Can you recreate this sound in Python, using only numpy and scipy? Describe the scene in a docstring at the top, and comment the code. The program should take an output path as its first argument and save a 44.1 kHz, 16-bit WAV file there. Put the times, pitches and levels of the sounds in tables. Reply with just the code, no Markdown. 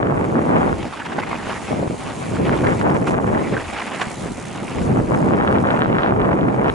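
"""A forest trail, heard from a helmet camera with two microphone ports, on a mountain bike coasting downhill.
Closest are the gusts on the ports: noise lumps as rumble, pressure pulses as small eddies, single pops and snaps.
Below the rider and a little to the right, clumped noise is the tyres on gravel and timed bursts the freewheel;
bumps ring the frame's modes and flung stones strike it as short decaying sines."""
import sys
import numpy as np
from scipy import signal
from scipy.fft import rfft, irfft, next_fast_len
from scipy.io import wavfile
from scipy.ndimage import uniform_filter1d, minimum_filter1d, map_coordinates

SR = 44100
rng = np.random.default_rng(int(sys.argv[2]) if len(sys.argv) > 2 else 0)


def log_audio(samples):
    """Write samples as a 16-bit WAV file to the path given in sys.argv[1]."""
    # one column per channel
    frames = np.atleast_2d(samples).T
    # limit to full scale, then quantise
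    limited = np.clip(frames, -1, 1)
    pcm = np.round(limited * 32767).astype(np.int16)
    wavfile.write(sys.argv[1], SR, pcm)


N = 297217


def amp(db):
    """Gain of a level in dB."""
    return 10 ** (np.asarray(db) / 20)


def unit(x):
    """Scaled to rms 1."""
    return x / np.sqrt(np.mean(np.abs(x) ** 2) + 1e-20)


def along(points, hz):
    """Value of a (frequency, value) table at hz, read on a log frequency axis."""
    f, v = np.transpose(points)
    return np.interp(np.log(hz + 1), np.log(f + 1), v)


def curves(rows):
    """One value per sample for each column after the time."""
    s, *cols = np.transpose(rows)
    return [np.interp(np.arange(N) / SR, s, c) for c in cols]


def wobble(rate):
    """A smooth random curve, rate knots a second."""
    knots = rng.standard_normal(int(N * rate / SR) + 4)
    return map_coordinates(knots, [np.arange(N) * rate / SR])


def filtered(x, response):
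    """x times a complex response of frequency."""
    m = next_fast_len(N + SR // 2)
    return irfft(rfft(x, m) * response(np.fft.rfftfreq(m, 1 / SR)), m)[..., :N]


def ports(pair, spectrum, alike):
    """Two unrelated signals coloured and blended into left and right, rms 1."""
    def blend(hz):
        turn = np.arccos(np.clip(along(alike, hz), -1, 1)) / 2
        return amp(along(spectrum, hz)) * [np.cos(turn), np.sin(turn)]

    mid, side = filtered(pair, blend)
    return unit(np.array([mid + side, mid - side]))


def grains(rate, spread_db):
    """Random impulses of either sign, rate a second, a few larger than the rest."""
    when, size, sign = rng.random((3, N))
    return (when < rate / SR) * amp(-spread_db * np.log(size + .03)) * np.sign(sign - .5)


def patchy(x, depth_db):
    """Random patches of gain, several hundred Hz wide and about 40 ms long, the same on both rows."""
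    z = signal.stft(x, nperseg=256)[2]
    field = uniform_filter1d(rng.standard_normal(z.shape[1:]), size=4, axis=0)
    field = uniform_filter1d(field, size=14, axis=1)
    return signal.istft(z * amp(depth_db * unit(field)), nperseg=256)[1][:, :N]


# wind on the ports: (time [s], strength as the level of its rumble [dB], small eddies over usual share [dB])
WIND = [(0, -21.5, -2.5), (.12, -18, -2.5), (.2, -20.5, -2), (.3, -22.5, -9.5), (.38, -14, 1),
        (.445, -22.5, -9.5), (.53, -16, -0.5), (.64, -17.5, 2.5), (.73, -19.5, -3.5), (.77, -21.5, -9),
        (.86, -27.5, -20), (.92, -41.5, -7), (1.14, -34.5, 7), (1.18, -26, 3), (1.29, -34, 0),
        (1.7, -34.5, -10), (1.712, -20, 0), (1.8, -22, -4), (1.818, -25.5, -6), (1.835, -21.5, -6),
        (1.878, -20.5, -4), (1.89, -44, -26), (1.905, -23, -1), (1.943, -22.5, -6), (1.953, -34.5, -5),
        (2.23, -33, -1.5), (2.32, -25, -14), (2.34, -23, -10), (2.375, -24.5, -18), (2.4, -19.5, -16),
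        (2.47, -16.5, -6), (2.53, -17, 0), (2.58, -24, -16), (2.62, -17.5, -12), (2.66, -13, 6.5),
        (2.7, -20, -4.5), (2.73, -16, -4), (2.79, -20.5, -17), (2.83, -15, 1.5), (2.96, -20.5, -2.5),
        (3.0, -22.5, -14), (3.15, -19, 0), (3.27, -19.5, -8.5), (3.36, -16, 4.5), (3.47, -21, -14.5),
        (3.58, -20.5, -22), (3.65, -34, -4), (3.75, -43, 3), (3.85, -46, 1), (3.96, -33.5, 5),
        (4.15, -37.5, -15), (4.26, -27, 2), (4.35, -33, -13), (4.55, -34, -4), (4.62, -31, -8),
        (4.7, -30.5, -10), (4.76, -21.5, -11), (4.81, -20.5, -13.5), (4.86, -21.5, -8), (4.9, -13, -1.5),
        (4.94, -19.5, -14), (5.0, -16, -4), (5.03, -22, -22), (5.12, -17, -6.5), (5.22, -13, -6),
        (5.33, -14.5, -7), (5.41, -18, -4.5), (5.5, -16.5, 3.5), (5.6, -16, -5.5), (5.69, -22.5, 0.5),
        (5.75, -22, 2.5), (5.88, -19, -2.5), (5.97, -17, 2), (6.05, -34, 6), (6.12, -13, 4.5),
        (6.145, -15, 1), (6.22, -15.5, -0.5), (6.3, -16, -3), (6.38, -20, -6.5), (6.45, -13, -3.5),
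        (6.52, -19.5, -6), (6.6, -15.5, 1), (6.69, -22, 2.5), (6.74, -23.5, -7)]
# depth of the rumble: (time [s], bass below DEEP_HZ over its usual share [dB])
RUMBLE_DEPTH = [(0, -2), (.5, -2), (.95, 0), (1.5, -0.5), (1.85, 2), (2.35, 2), (2.7, -1.5), (3.1, 3),
                (3.4, -3), (3.56, -8), (3.75, 4), (4.0, -1), (4.35, 2), (4.8, 4.5), (4.93, 5), (5.05, -3),
                (5.5, -0.5), (6.0, 2.5), (6.3, -1), (6.74, 0)]
# spectra of helmet buffeting, rumble and small eddies: (frequency [Hz], level per Hz [dB])
THUD_SPECTRUM = [(15, -35), (25, -14), (45, -5.5), (90, -1), (130, -7), (250, -59), (22000, -120)]
RUMBLE_SPECTRUM = [(40, -45), (90, -9.5), (125, -0.5), (250, -0.5), (350, -3), (600, -10.5), (1200, -26.5),
                   (3000, -69), (22000, -120)]
EDDY_SPECTRUM = [(30, -34), (100, -2.5), (250, -2.5), (500, 0), (820, -0.5), (1200, -6), (1700, -13),
                 (2300, -18.5), (3000, -28.5), (4000, -41.5), (5400, -48), (11000, -55), (22000, -120)]
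# likeness of the wind at the two ports: (frequency [Hz], correlation [-1 to 1])
WIND_ALIKE = [(60, 0.45), (130, 0.82), (260, 0.31), (600, 0.084)]
# lead of an eddy at the left port: (frequency [Hz], phase [rad])
EDDY_LEAD = [(100, .1), (340, 0.95), (700, 2.3), (3000, 2.16), (6000, 1.8)]
GUST_DB = -20  # strength of a full gust
BUFFET_DB, BUFFET_GROWS = -33.5, 0.71  # helmet buffeting in a full gust [dB], growth [dB per dB of wind]
BUFFET_KICK = 0.49  # extra buffeting [dB per dB of recent rise]
EDDY_DB, EDDY_GROWS = -18.5, 1.31  # small eddies in a full gust [dB], growth [dB per dB of wind]
SURGE_DB, BUFFET_SURGE_DB = 0.98, 3  # depth of random surges, several a second
SETTLE_S = 0.31  # small eddies follow the wind averaged over this time
DEEP_HZ = 150


def wind():
    """Large eddies blur into a lumpy rumble; small ones are sharp pressure pulses, out of phase at the ports."""
    strength_db, sharp_db = curves(WIND)
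    over_db = strength_db - GUST_DB
    span = int(SETTLE_S * SR)
    settled_db = uniform_filter1d(over_db, size=span)
    # a gust that sets in jolts the helmet
    rise_db = settled_db - np.pad(settled_db, (span, 0), 'edge')[:N]
    gust, flutter, surge = wobble(16), wobble(45), wobble(11)

    buffet_db = BUFFET_DB + BUFFET_GROWS * np.minimum(settled_db, over_db)
    buffet_db = buffet_db + BUFFET_KICK * np.clip(rise_db, 0, None) + BUFFET_SURGE_DB * wobble(5.5)
    thud = amp(buffet_db) * ports(rng.standard_normal((2, N)), THUD_SPECTRUM, WIND_ALIKE)

    swirls = unit([grains(300, spread_db=3.5), grains(300, spread_db=2.5)])
    flaps_db = 0.9 * gust + 1.1 * flutter  # separate buffets with brief gaps
    lumps = amp(flaps_db + SURGE_DB * surge) * (rng.standard_normal((2, N)) + 0.85 * swirls)
    roar = ports(lumps, RUMBLE_SPECTRUM, WIND_ALIKE)
    deep = filtered(roar, lambda hz: 1 / (1 + (hz / DEEP_HZ) ** 4))
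    rumble = amp(strength_db) * (roar + (amp(curves(RUMBLE_DEPTH)[0]) - 1) * deep)

    shared = grains(650, spread_db=3.5)
    own = np.array([grains(650, spread_db=3.5), grains(650, spread_db=3.5)])
    pulses = unit(amp(0.81 * gust + 1.76 * flutter + SURGE_DB * surge) * (shared + 0.69 * own))
    edges = unit(pulses * np.abs(pulses) ** 0.82)  # only the strongest pulses have steep, bright edges

    def flick(hz):
        return amp(along(EDDY_SPECTRUM, hz)) * np.exp(.5j * along(EDDY_LEAD, hz) * [[1], [-1]])

    def dull(hz):
        return 1 / (1 + (hz / 1300) ** 3.8)

    eddies = filtered(pulses, lambda hz: flick(hz) * dull(hz))
    eddies = eddies + filtered(edges, lambda hz: flick(hz) * (1 - dull(hz)))
    eddies_db = EDDY_DB + EDDY_GROWS * settled_db + sharp_db
    return thud + rumble + amp(eddies_db) * unit(eddies)


# single strong eddies: (time [s], peak level [dB], left over right [dB])
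POPS = [(0.03, -6, 12), (0.099, -4, 5), (0.124, 1.5, -26), (0.159, -7, 8), (0.326, -7, 5), (0.356, -5, 6),
        (0.392, -2, 6), (0.472, -5, 8), (0.52, -11, -13), (0.554, -3, 8), (0.588, -9, 8), (0.679, -3, 8),
        (0.729, -7, 1), (1.709, -10, -8), (1.719, -7, -1), (1.73, -5, 16), (1.76, -15, 9), (1.77, -14, -14),
        (1.794, -15, -5), (1.829, -6, -4), (1.836, -9, 5), (1.858, -22, 3), (1.878, -11, 2),
        (1.901, -10, -8), (1.91, -9, 13), (1.943, -14, 14), (2.337, -11, -10), (2.639, -5, -11),
        (2.651, -6, 18), (2.72, -13, 10), (2.868, 4, 11), (2.892, -5, -12), (2.96, -3, -17),
        (3.023, -6.5, 3), (3.188, 2, 21), (3.199, -3, -12), (3.244, -3, -14), (3.377, -8, 3),
        (4.072, -15.5, -1), (4.219, -18.5, 3), (4.26, -10.5, -3), (4.311, -16, -2), (4.32, -15, 1),
        (4.972, -1.5, 3), (5.11, -1.5, 5), (5.121, 1, 19), (5.147, -5, -11), (5.175, -11, 15),
        (5.199, -18, 10), (5.309, -3, 5), (5.378, -9, 10), (5.4, -4, 12), (5.419, -11, -7),
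        (5.448, -4, -12), (5.496, -8, 6), (5.577, -1.5, -1), (5.64, 0.5, 3), (5.655, -6, -2),
        (5.707, -7, -5), (5.819, -3, 14), (5.859, 1.5, -4), (5.891, -10, -7), (5.929, -12, -9),
        (5.946, -14, 10), (5.966, -12, 8), (6.124, 1.5, 0), (6.277, -10, 13), (6.291, -5, 9),
        (6.319, -11, -11), (6.455, -7, 10), (6.51, -12, 0), (6.544, -9, -13), (6.659, 2.5, -22),
        (6.7, -12, 12)]
POP_MS, POP_WIDENS = 0.44, 0.076  # width in a full gust [ms], widening [ms per dB of weaker wind]
OPPOSED_DB = -22  # wind stronger than this presses the ports in opposition


def pops():
    """A strong eddy is one short bump of pressure or suction with a rebound; it sweeps the left port first."""
    out, ms = np.zeros((2, N + SR)), np.arange(-300, 300) / SR * 1000
    strength_db = curves(WIND)[0]
    for s, db, pan_db in POPS:
        wind_db = strength_db[round(s * SR)]
        width = POP_MS + POP_WIDENS * max(GUST_DB - wind_db, 0)
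        u = (ms / width - np.array([[-.2], [.2]])) * 1.37
        bump = rng.choice([-1, 1]) * (1 - 0.89 * u ** 2) * np.exp(-u ** 2 / 2)
        sides = amp([[db + min(pan_db, 0)], [db - max(pan_db, 0)]])
        sides = sides * [[1], [np.sign(OPPOSED_DB - wind_db)]]
        out[:, round(s * SR) - len(ms) // 2:][:, :len(ms)] += sides * bump
    return out[:, :N]


# sharp edges of eddies across both ports: (time [s], level of the body [dB], treble over it [dB])
SNAPS = [(0.0297, -8, -11), (0.0995, -15.0, -18), (0.3556, -9, -23.0), (0.3641, -15.0, -20.0),
         (0.3855, -13.0, -16.0), (0.393, -12.0, -17.0), (0.5345, -18, -21), (0.5804, -11, -11),
         (0.5987, -16.0, -18.0), (0.608, -11, -17.0), (0.634, -16, -19.0), (0.6444, -21, -16.0),
         (0.6796, -16, -24.0), (0.7291, -10.5, -23.0), (2.5314, -10, -14.0), (2.6516, -14, -19.0),
         (2.6694, -10, -3), (2.684, -15, -13.0), (2.7244, -12, -12.0), (2.731, -12, -13.0),
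         (2.8142, -7, -15), (2.869, -14.0, -19.0), (2.9189, -17.0, -18.0), (3.1434, -13, -12.0),
         (3.188, -10, -19.0), (3.2007, -15.0, -17.0), (3.2451, -16, -16.0), (3.2679, -14.0, -20.0),
         (3.3496, -14, -15.0), (3.3775, -12, -12.0), (5.1482, -11, -11), (5.3088, -12.0, -19.0),
         (5.3222, -17, -9), (5.378, -13.0, -19.0), (5.4007, -11.0, -20), (5.411, -5, -14.0),
         (5.4187, -18, -15.0), (5.426, -9, -19.0), (5.4321, -14.0, -13.0), (5.4363, -20.0, -9.0),
         (5.4486, -8, -22.0), (5.4675, -19.0, -11.0), (5.4749, -9, -11.0), (5.478, -9, -3),
         (5.4849, -8, -18.0), (5.4931, -23, -9.0), (5.5056, -9.0, -20.0), (5.5107, -14, -12.0),
         (5.5188, -23.0, -5.0), (5.5271, -6, -13), (5.5443, -28, 5), (5.556, -12, -20.0), (5.585, -14, -3),
         (5.6452, -6, -26.0), (5.6513, -12, -10), (5.655, -7, -23.0), (5.672, -16.0, -2),
         (5.6889, -13.0, -17.0), (5.7045, -9, -9.0), (5.707, -9, -3), (5.7148, -10, -17.0),
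         (5.7312, -21.0, -9.0), (5.7404, -10.0, -25.0), (5.749, -14, -16.0), (5.7636, -19.0, -3),
         (5.7749, -15.0, -9.0), (5.7927, -8, -15.0), (5.8079, -17, -2), (5.814, -13, -10.0), (5.82, -2, -6),
         (5.8268, -6, -18.0), (5.833, -10, -15.0), (5.8443, -17, -10.0), (5.8483, -12, -13.0),
         (5.8605, -8, -14.0), (5.92, -28.0, -1.0), (5.929, -11, -7.0), (5.947, -11, -11.0),
         (5.952, -9, -12), (5.9684, -7, -16.0), (5.9757, -21.0, -10), (5.9851, -5, -9),
         (5.9893, -27.0, 0.0), (5.9932, -8, -21.0), (5.996, -15.0, -12.0), (5.999, -13.0, -18),
         (6.0076, -16.0, -11.0), (6.011, -13.0, -17.0), (6.0219, -15.0, -7.0), (6.0285, -21.0, -7.0),
         (6.0337, -7, -5), (6.0377, -16, -2), (6.0428, -13, -10.0), (6.062, -4, -17.0),
         (6.0716, -16.0, -6.0), (6.0761, -17, -5.0), (6.0862, -16.0, -9.0), (6.0973, -20, -9.0),
         (6.1113, -20.0, -10.0), (6.1238, -11.0, -16.0), (6.2014, -26.0, -3.0), (6.2138, -12.0, -16.0),
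         (6.2174, -18, 2), (6.2461, -11, -13.0), (6.2553, -15, -8.0), (6.2768, -15, -18.0),
         (6.2912, -10.0, -29.0), (6.313, -20.0, -9.0), (6.317, -14.0, -14.0), (6.4114, -27, 7),
         (6.4693, -16, -17.0), (6.6448, -15, -7), (6.6535, -27.0, -1), (6.6606, -7, -10.0),
         (6.6873, -19, -8.0), (6.6953, -11, -5), (6.6995, -6, -6)]
SNAP_HZ, SNAP_MS = 1330, 0.42  # pitch and width of the body
SNAP_TREBLE_HZ, SNAP_TREBLE_MS = 2700, 0.18  # pitch and width of the treble


def snaps():
    """Each edge is a cycle or two of pressure with a brighter tip, leading at the left port."""
    out, ms = np.zeros((2, N + SR)), np.arange(-100, 100) / SR * 1000

    def wavelet(hz, width, turn):
        lead = along(EDDY_LEAD, hz) * np.array([[.5], [-.5]])
        return np.exp(-(ms / width) ** 2 / 2) * np.cos(2 * np.pi * hz * ms / 1000 + turn + lead)

    for (s, db, treble_db), turn in zip(SNAPS, 2 * np.pi * rng.random(len(SNAPS))):
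        body = wavelet(SNAP_HZ, SNAP_MS, turn)
        tip = amp(treble_db) * wavelet(SNAP_TREBLE_HZ, SNAP_TREBLE_MS, turn)
        out[:, round(s * SR) - len(ms) // 2:][:, :len(ms)] += amp(db) * (body + tip)
    return out[:, :N]


# rolling bike: (time [s], level of tyre hiss and freewheel [dB], gravel crunch over it [dB])
ROLLING = [(0, -57, 9), (.28, -51, 14), (.6, -49.5, 12.5), (.8, -49, 17.5), (1.0, -48, 14), (1.2, -51, 17),
           (1.33, -48.5, 18), (1.45, -45.5, 15.5), (1.54, -44, 17.5), (1.58, -45.5, 14.5), (1.64, -44, 13),
           (1.69, -44.5, 17.5), (1.72, -44.5, 15.5), (1.87, -47.5, 10.5), (2.0, -44.5, 12.5),
           (2.3, -44, 13), (2.5, -46, 16), (2.78, -42.5, 12.5), (2.84, -49.5, 12), (3.0, -45.5, 8),
           (3.058, -47.5, 8), (3.082, -36.5, 16), (3.105, -41.5, 0), (3.15, -52, 9), (3.35, -48, 11),
           (3.49, -48, 16.5), (3.6, -47, 17.5), (3.7, -45.5, 13.5), (3.79, -45, 16), (3.88, -44, 16),
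           (3.97, -43, 15.5), (4.1, -40.5, 8), (4.33, -42.5, 6.5), (4.5, -44, 10.5), (4.8, -45, 13.5),
           (5.0, -46.5, 9.5), (5.2, -45.5, 8.5), (5.38, -52, 15), (5.55, -49, 12), (5.8, -53, 17),
           (5.91, -52.5, 17), (6.02, -56.5, 25), (6.25, -55, 7), (6.6, -55, 12), (6.74, -50, 17)]
# spectrum of the crunch: (frequency [Hz], level per Hz [dB])
CRUNCH_SPECTRUM = [(60, -45), (200, 6), (450, -2), (800, 2), (1300, -4), (1700, -7), (2200, -5.5),
                   (3000, -11.5), (4400, -22), (5500, -23.5), (7000, -40), (22000, -120)]
# likeness of the bike at the two ports: (frequency [Hz], correlation [-1 to 1])
BIKE_ALIKE = [(300, 0.34), (1200, 0.87), (2500, 0.84), (5000, 0.58), (11000, 0.76)]


def gravel():
    """Stones crack and shift under the tread in clumps, over the steady roll of the rubber."""
    treble_db, over_db = curves(ROLLING)
    clumps = amp(1.64 * wobble(20) + 0.41 * wobble(55) + 0.1 * wobble(9.1))
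    cracks = np.abs(unit(grains(2500, spread_db=2.0)))
    grit = unit(clumps * (0.63 + cracks))
    crunch = patchy(grit * rng.standard_normal((2, N)), depth_db=2.0)
    return amp(treble_db + over_db) * ports(crunch, CRUNCH_SPECTRUM, BIKE_ALIKE)


# freewheel, following the speed of the wheel: (time [s], tick rate [1/s])
RATCHET = [(0, 123), (1.4, 95), (1.72, 136), (1.95, 110), (2.35, 107), (2.8, 86), (3.0, 69), (3.6, 126),
           (3.8, 92), (4.1, 66), (4.25, 84), (4.52, 65), (4.88, 93), (5.15, 67), (5.85, 90), (6.74, 78)]
# spectrum of ticks and tyre hiss: (frequency [Hz], level per Hz [dB])
HISS_SPECTRUM = [(1500, -33), (3500, -1.5), (5000, -2), (5900, -1.5), (6700, 2), (7500, 0), (9000, -2),
                 (11000, -4), (22000, -22)]
TICK_SHARE, SHARE_FALLS = 0.57, 0.008  # ticks' share of the power at 100 a second, loss per extra tick a second


def freewheel():
    """Each pawl drop is a short bright burst; tyre hiss fills the gaps."""
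    treble_db, _ = curves(ROLLING)
    rate, = curves(RATCHET)
    share = np.clip(TICK_SHARE - SHARE_FALLS * (rate - 100), 0, 1)
    turns = np.cumsum(rate / SR) + 0.034 * wobble(40)  # ticks so far, slightly uneven
    since = (turns % 1) / rate  # seconds since the last tick
    size = amp(1.96 * rng.standard_normal(N // 100))[turns.astype(int)]
    ticks = unit(size * amp(-60 * since / 0.043) * (1 - np.exp(-since / 0.0011)))
    flutter = amp(0.58 * wobble(12) + 0.56 * wobble(35))
    level = flutter * np.sqrt(share * ticks ** 2 + 1 - share)
    bursts = patchy(level * rng.standard_normal((2, N)), depth_db=1.3)
    return amp(treble_db) * ports(bursts, HISS_SPECTRUM, BIKE_ALIKE)


# bumps that rattle the frame: (time [s], level [dB], pitch of its own ring [Hz], length [s])
BUMPS = [(0.924, -27.5, 1110, 0.014), (0.964, -32, 1500, 0.011), (0.989, -26, 935, 0.016),
         (0.998, -35, 2900, 0.007), (1.009, -27.5, 1500, 0.013), (1.042, -27, 940, 0.024),
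         (1.089, -35, 1300, 0.014), (1.114, -28, 1510, 0.012), (1.121, -29, 780, 0.013),
         (1.156, -34, 1600, 0.015), (1.179, -21.5, 1500, 0.012), (1.188, -25.5, 900, 0.017),
         (1.217, -25, 2150, 0.02), (1.264, -30.5, 840, 0.012), (1.307, -26.5, 2010, 0.007),
         (1.324, -28, 2200, .008), (1.335, -31, 865, 0.018), (1.347, -33, 2600, .015),
         (1.377, -33, 1800, 0.026), (1.477, -27.5, 1190, 0.029), (1.507, -27, 1140, 0.026),
         (1.521, -29, 1950, 0.057), (2.522, -25, 2150, 0.0086), (2.633, -24, 1496, 0.02),
         (2.663, -18, 1820, 0.0093), (2.728, -28, 1200, 0.0064), (2.809, -27, 890, 0.0063),
         (2.845, -31, 1210, 0.023), (2.891, -26.5, 1406, 0.012), (2.953, -28, 1080, 0.0083),
         (3.066, -18.5, 1130, 0.0079), (3.076, -29, 2660, 0.013), (3.136, -28, 1500, 0.0067),
         (3.265, -34, 1500, .005), (3.339, -28, 1900, 0.008), (3.391, -33, 2000, 0.0038),
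         (3.431, -30, 2170, 0.026), (3.461, -33, 2100, 0.017), (3.518, -27.5, 1720, 0.026),
         (3.571, -23, 1600, 0.007), (3.592, -30, 960, 0.015), (3.6, -29, 1750, 0.02),
         (3.685, -34, 1950, 0.027), (3.746, -27, 813, 0.041), (3.795, -23, 1004, 0.0097),
         (3.813, -21, 1790, 0.0087), (3.853, -32, 1964, .006), (3.869, -26.5, 860, 0.011),
         (3.929, -32, 730, 0.024), (3.985, -24, 990, 0.04), (4.009, -22.5, 1720, 0.018),
         (4.011, -17, 740, 0.0069), (4.029, -30, 1300, .025)]
# modes of the frame: (frequency [Hz], width [Hz], level [dB])
FRAME_MODES = [(380, 210, -3.5), (830, 400, 3), (1370, 870, 3.5), (2260, 1900, 1)]
GRIT_DB = -7.5  # broad grit under the ring
RING_S, RING_GROWS = 0.022, 0.47  # fall by 60 dB after a sharp knock [s], extra time per second of length


def rattle():
    """A bump shakes cables and chain on the frame: a burst through the frame's modes, its own ring and grit."""
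    out, t = np.zeros((2, N + SR)), np.arange(SR // 8) / SR
    f = np.fft.rfftfreq(len(t), 1 / SR)

    def mode(centre, width):
        return 1j * f * width / (centre * centre - f * f + 1j * f * width)

    frame = sum((-1) ** k * amp(db) * mode(c, w) for k, (c, w, db) in enumerate(FRAME_MODES))
    for s, db, hz, length in BUMPS:
        ring = frame + 3.6 * mode(hz, 0.16 * hz)
        ring = ring / (1 + 1j * f / 3600) ** 3  # helmet and rider shade the treble
        colour = unit(ring + amp(GRIT_DB) * mode(2460, 2080) ** 2)
        rise = 0.53 * length  # sharp knocks build up fast, long scrapes swell
        fall = amp(-60 * np.clip(t - length, 0, None) / (RING_S + RING_GROWS * length))
        swell = (1 - np.exp(-t / rise)) * fall
        links = 0.7 + (rng.random(len(t)) < 1500 / SR) * 4  # separate contacts inside the burst
        burst = irfft(rfft(swell * links * rng.standard_normal((2, len(t)))) * colour, len(t))
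        # both rows scaled by the first, so that the burst has the energy of its swell
        mid, side = burst * np.linalg.norm(swell) / np.linalg.norm(burst[0])
        pair = np.array([mid + 0.34 * side, mid - 0.3 * side])
        out[:, round(s * SR):][:, :len(t)] += amp(db) * pair
    return out[:, :N]


# single stones flung against the frame, the last row (5.175 s) a sharp snap of the wind instead: (time [s],
# level [dB], pitch [Hz], fall by 60 dB [s])
KNOCKS = [(0.926, -12, 1100, .005), (1.015, -13, 1200, .004), (1.056, -14, 900, .006),
          (1.067, -9, 1600, 0.0043), (1.1245, -14, 800, .008), (1.1838, -8.5, 750, 0.015),
          (1.1887, -7, 800, 0.012), (1.219, -14, 2100, 0.005), (1.233, -12, 1100, 0.0045),
          (1.276, -15, 1000, .005), (1.311, -14, 1100, .007), (1.3303, -4.5, 990, 0.0068),
          (1.345, -13, 800, .008), (1.437, -17, 820, .005), (1.515, -13, 1150, .004),
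          (2.368, -10, 1430, 0.0043), (2.4945, 6.5, 1280, 0.0022), (3.396, -16, 2000, .003),
          (3.443, -20, 2040, .006), (3.4744, -17, 2060, .005), (3.567, -10, 1560, 0.019),
          (3.767, -10, 1350, .004), (3.8516, -15, 1850, .004), (4.016, -7, 800, 0.012),
          (4.041, -5, 1800, 0.0018), (4.47, -18, 2386, .003), (4.578, -16, 2800, .003),
          (4.681, -11, 2300, 0.004), (5.175, -10, 1500, .003)]
KNOCK_RISE_S = 0.00029  # time constant of a stone's contact


def knocks():
    """Each knock is one dry blow: a short decaying sine, for a stone at the pitch of the tube that it hits."""
    out, t = np.zeros(N + SR), np.arange(SR // 40) / SR
    for s, db, hz, t60 in KNOCKS:
        blow = np.sin(2 * np.pi * hz * t) * amp(-60 * t / t60) * (1 - np.exp(-t / KNOCK_RISE_S))
        out[round(s * SR):][:len(t)] += rng.choice([-1, 1]) * amp(db) * blow
    return out[:N] * amp([[-1.2], [1.2]])  # to the right


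def scene():
    """Wind at the ports, the bike below and a little to the right."""
    air = wind() + pops() + snaps()
    bike = gravel() + freewheel() + rattle() + knocks()
    return air + bike * amp([[-.6], [.6]])


AGC_DB, AGC_S, AGC_SLOPE = -18, .02, 0.45  # threshold, averaging time, dB taken off per dB over
TOP_HZ = 11000  # the treble fades out over the 500 Hz above this


def record(dry):
    """Gain control eases full gusts, a limiter ducks the highest peaks and the microphone's band is cut off."""
    power = np.abs(uniform_filter1d(np.mean(dry ** 2, axis=0), size=int(AGC_S * SR)))
    level_db = 10 * np.log10(power + 1e-12)
    held = dry * amp(-AGC_SLOPE * np.clip(level_db - AGC_DB, 0, None))
    needed = np.minimum(1, .85 / (np.abs(held).max(axis=0) + 1e-9))
    gain = uniform_filter1d(minimum_filter1d(needed, size=900, origin=300), size=300)
    return filtered(held * gain, lambda hz: amp(-np.clip(hz - TOP_HZ, 0, 500) / 8) * (hz < TOP_HZ + 500))


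dry = scene()
out = record(dry)
log_audio(out)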